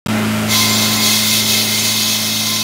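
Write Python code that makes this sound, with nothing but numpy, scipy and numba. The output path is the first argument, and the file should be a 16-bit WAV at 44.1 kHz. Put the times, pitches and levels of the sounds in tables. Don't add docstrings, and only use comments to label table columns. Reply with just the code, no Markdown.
import sys
import numpy as np
from scipy import signal
from scipy.fft import rfft, irfft, next_fast_len
from scipy.io import wavfile
from scipy.ndimage import uniform_filter1d
from numba import njit

SR = 44100
rng = np.random.default_rng(int(sys.argv[2]) if len(sys.argv) > 2 else 0)


def to_linear_factor(level_db):
    exponent = np.asarray(level_db, float) / 20
    return 10 ** exponent


def generate_wav(sig):
    pcm = np.round(np.clip(np.atleast_2d(sig).T, -1, 1) * 32767).astype(np.int16)
    wavfile.write(sys.argv[1], SR, pcm)


N = 115983
BITE_S = 0.4996


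def level(x, db):
    return x * to_linear_factor(db) / np.sqrt(np.mean(x ** 2))


def noise():
    return rng.standard_normal(N)


@njit
def svf(x, hz, width):
    y, band, low = np.empty(len(x)), 0., 0.
    g, damping = np.tan(np.pi * hz / SR), width / hz
    for i in range(len(x)):
        v = (band + g * (x[i] - low)) / (1 + g * (g + damping))
        band, low, y[i] = 2 * v - band, low + 2 * g * v, damping * v
    return y


def resonance(x, hz, width, skirt_width):
    return svf(svf(x, float(hz), float(width)), float(hz), float(skirt_width))


def walk(rate):
    hold = int(SR / rate)
    steps = np.repeat(rng.standard_normal(N // hold + 1), hold)
    return 1.73 * uniform_filter1d(uniform_filter1d(steps, hold), hold)[:N]


def colour(x, table, flicker_db):
    hz, db = np.array(table).T
    f = np.maximum(np.fft.rfftfreq(N, 1 / SR), 1)
    spectrum = rfft(x) * to_linear_factor(np.interp(np.log(f), np.log(hz), db))
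    third = 3 * np.log2(f / 30)
    total = 0
    for k in range(-2, 30):
        band = irfft(spectrum * np.clip(1 - abs(third - k), 0, 1), N)
        total = total + band * to_linear_factor(flicker_db * walk(9))
    return level(total, 0)


def ring(x, modes, swell_db):
    total = 0
    for hz, width, db in modes:
        mode = level(resonance(x, hz, width, 3 * width), 0)
        total = total + to_linear_factor(db + swell_db * walk(5)) * mode * np.sqrt(width)
    return level(total, 0)


def engine():
    # multiple of the four-stroke cycle, level in dB.
    exhaust = [(1, -39), (2, -33), (3, -29), (4, -5), (5, -24), (6, -17), (7, -26), (8, 0), (9, -20),
               (10, -17), (11, -17), (12, -20), (13, -23), (14, -20), (15, -21), (16, -28), (17, -28),
               (18, -25), (19, -29), (20, -23), (21, -25), (22, -23), (23, -19), (24, -24), (25, -29),
               (26, -23), (27, -25), (28, -22)]
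    # frequency in Hz, width in Hz, level in dB.
    housing = [(330, 200, -7), (411, 8, 0), (590, 160, -9), (621, 8, -1), (823, 8, -1), (918, 8, -3),
               (1080, 8, -3), (1324, 12, -1), (1390, 90, -9), (2072, 16, -3), (2390, 90, -9),
               (3310, 200, -18)]
    # frequency in Hz, level in dB per Hz.
    roar = [(30, -22), (70, -32.5), (150, -19), (300, -19.5), (450, -26), (900, -19.5), (2500, -19.5),
            (16000, -49)]
    cycle_hz, knock_depth = 27.0, 0.15
    turn = 2 * np.pi * np.cumsum(cycle_hz * (1 + .0008 * walk(3))) / SR
    lines = 0
    for k, db in exhaust:
        waver_db = .6 if k % 4 == 0 else 3
        phase = 2 * np.pi * rng.random()
        lines = lines + to_linear_factor(db + waver_db * walk(6.15)) * np.sin(k * turn + phase)
    gas = noise() * (1 + knock_depth * np.cos(4 * turn))
    late_gas = np.roll(gas, 1024)
    return (level(lines, 1.5) + to_linear_factor(-5) * colour(gas, roar, flicker_db=-0.65)
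            + to_linear_factor(-8) * ring(late_gas, housing, swell_db=1.2))


def blade():
    # frequency in Hz, width in Hz.
    disc = [(2579, 55), (3078, 50), (3365, 55), (3715, 120), (3832, 50), (4110, 90), (4435, 90), (4787, 38),
            (5255, 110), (5610, 60), (5992, 40), (6285, 90), (6575, 50), (6980, 50)]
    disc_mode_db = [-3, -3, -0.5, -1.5, -3.5, -4.5, -3, -0.5, -5.5, -3.5, -1, -6.5, -1, -10.5]
    # frequency in Hz, width in Hz, level in dB.
    rim = [(8510, 50, -2), (8950, 70, 0), (9280, 110, -1), (10750, 120, -3), (11100, 200, 0),
           (11600, 90, -1), (12800, 80, -5), (13200, 80, -5), (14800, 150, -2), (15400, 120, -2)]
    # frequency in Hz, level in dB per Hz.
    grind = [(1500, -14.5), (2850, -7.5), (3300, 1), (4300, 2.5), (5000, -2), (6700, -4), (7700, -8.5),
             (16000, -8.5)]
    shaft_hz, runout_db, grit_db = 29.3, 0.5, -1.5
    t = np.arange(N) / SR
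    grain = uniform_filter1d(noise(), size=8) * np.sqrt(8)
    runout = np.sin(2 * np.pi * shaft_hz * t)
    bite = to_linear_factor(grit_db * grain + runout_db * runout + 0.65 * walk(30.48))
    hiss_grit, ring_grit = rng.standard_normal((2, N)) * bite
    disc_modes = [(hz, width, db) for (hz, width), db in zip(disc, disc_mode_db)]
    hiss = to_linear_factor(-6.5) * colour(hiss_grit, grind, flicker_db=0.3)
    body = to_linear_factor(-8.5) * ring(ring_grit, disc_modes, swell_db=1.2)
    edge = to_linear_factor(-17) * ring(ring_grit, rim, swell_db=-1.0)
    return level(hiss + body + edge, 0)


def singing(t):
    # frequency in Hz, width in
    # Hz, steadiness from 0 to 1.
    singers = [(1032, 14, .6), (2105, 75, .15), (7229, 20, .5)]
    # time in seconds, then the level of each singing tone in dB.
    flexing = [(0.5, -30, -23, -23), (0.53, -28.5, -17.5, -30), (0.58, -24, -29, -30),
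               (0.62, -26, -22.5, -34), (0.77, -29, -29.5, -24), (0.79, -45, -27, -36),
               (0.81, -33, -29.5, -27), (0.99, -29, -24.5, -28.5), (1.5, -39.5, -31, -33),
               (1.56, -40, -23.5, -30), (1.6, -47, -27, -34), (1.63, -37, -36, -43), (1.69, -42, -27, -46),
               (1.77, -39, -26, -31), (2.03, -35.5, -32, -37), (2.35, -46, -34, -62), (2.54, -30, -30, -40),
               (2.62, -36, -37, -44)]
    flex, total = np.array(flexing).T, 0
    for (hz, width, steady), db in zip(singers, flex[1:]):
        tone = level(resonance(noise(), hz, width, 3 * width), 0)
        envelope = abs(signal.hilbert(tone, next_fast_len(N))[:N])
        held = tone / (envelope + .1) ** steady
        total = total + level(held, 0) * to_linear_factor(np.interp(t, flex[0], db))
    return total


def spray(t):
    rise_db_s = 9
    wet = level(svf(noise(), 7300.0, 13000.0), -29.5)
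    return wet * to_linear_factor(rise_db_s * np.minimum(t - BITE_S, 0))


def whir(t):
    hz, width_hz, fade_db_s = 1335, 110, -20
    air = resonance(noise(), hz, width_hz, 2 * width_hz)
    return level(air, -31.5) * to_linear_factor(fade_db_s * t)


def breeze(t):
    fade_db_s = -9
    gust = level(resonance(noise(), 45, 50, 50), -41)
    return gust * to_linear_factor(fade_db_s * t + 3 * walk(5))


def fills(t):
    # centre in seconds, low edge in Hz, high edge in Hz, level in dB.
    patches = [(.998, 4150, 5150, -27), (1.533, 12450, 13850, -36), (1.951, 4250, 5650, -32),
               (1.951, 9650, 10950, -37), (2.555, 5250, 6850, -29), (2.555, 7650, 10950, -35)]
    side = 0
    for centre_s, low_hz, high_hz, db in patches:
        band = signal.butter(6, [low_hz, high_hz], "band", fs=SR, output="sos")
        patch = level(signal.sosfilt(band, noise()), db)
        side = side + patch * np.clip((.016 - abs(t - centre_s)) / .008, 0, 1)
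    return side * np.array([[1], [-1]])


def scene():
    # time in seconds, recorder gain in dB.
    gain = [(0.1, -18.5), (0.48, -19.5), (0.53, -20.5), (0.92, -20.5), (1.23, -23.5), (2.6, -27.5),
            (2.62, -28.5)]
    # time in seconds, pressure in dB.
    pressure = [(0.53, -14.5), (0.83, -16.5), (0.95, -18), (1.06, -15), (1.4, -16.5), (1.41, -18.5),
                (1.5, -14.5), (1.65, -17.5), (2.15, -17.5), (2.2, -20.5), (2.42, -18.5), (2.62, -20.5)]
    bite_rise_s = 0.021
    t = np.arange(N) / SR
    gain_db = np.interp(t, *np.array(gain).T)
    press_db = np.interp(t, *np.array(pressure).T) + 2.07
    bite = 1 / (1 + np.exp(-(t - BITE_S) / bite_rise_s * 2))
    mono = engine() * to_linear_factor(gain_db) + spray(t) * (1 - bite) + breeze(t) + whir(t)
    mono = mono + bite * (blade() * to_linear_factor(press_db) + singing(t))
    return np.array([mono, mono])


def band_limit(x):
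    return signal.sosfilt(signal.butter(12, 16640, fs=SR, output="sos"), x)


def record(dry):
    softness, low_cut_hz, top_hz = 1.25, 56, 15720
    scrap_s, scrap_len_s, scrap_fade_s, open_s = .0608, .0124, .002, .0003
    stall = 1024
    x = np.tanh(softness * dry) / softness
    x = signal.sosfilt(signal.butter(2, low_cut_hz, "high", fs=SR, output="sos"), x)
    x = signal.sosfilt(signal.ellip(12, .3, 70, top_hz, fs=SR, output="sos"), x)
    t = np.arange(N) / SR
    since = t - scrap_s
    scrap_gate = np.clip(since / open_s, 0, 1) * np.clip((scrap_len_s - since) / scrap_fade_s, 0, 1)
    scrap = np.roll(x, -stall, axis=1) * scrap_gate
    onward = x * np.clip((since - stall / SR) / open_s, 0, 1)
    return band_limit(scrap + onward + fills(t))


dry = scene()
out = record(dry)
generate_wav(out)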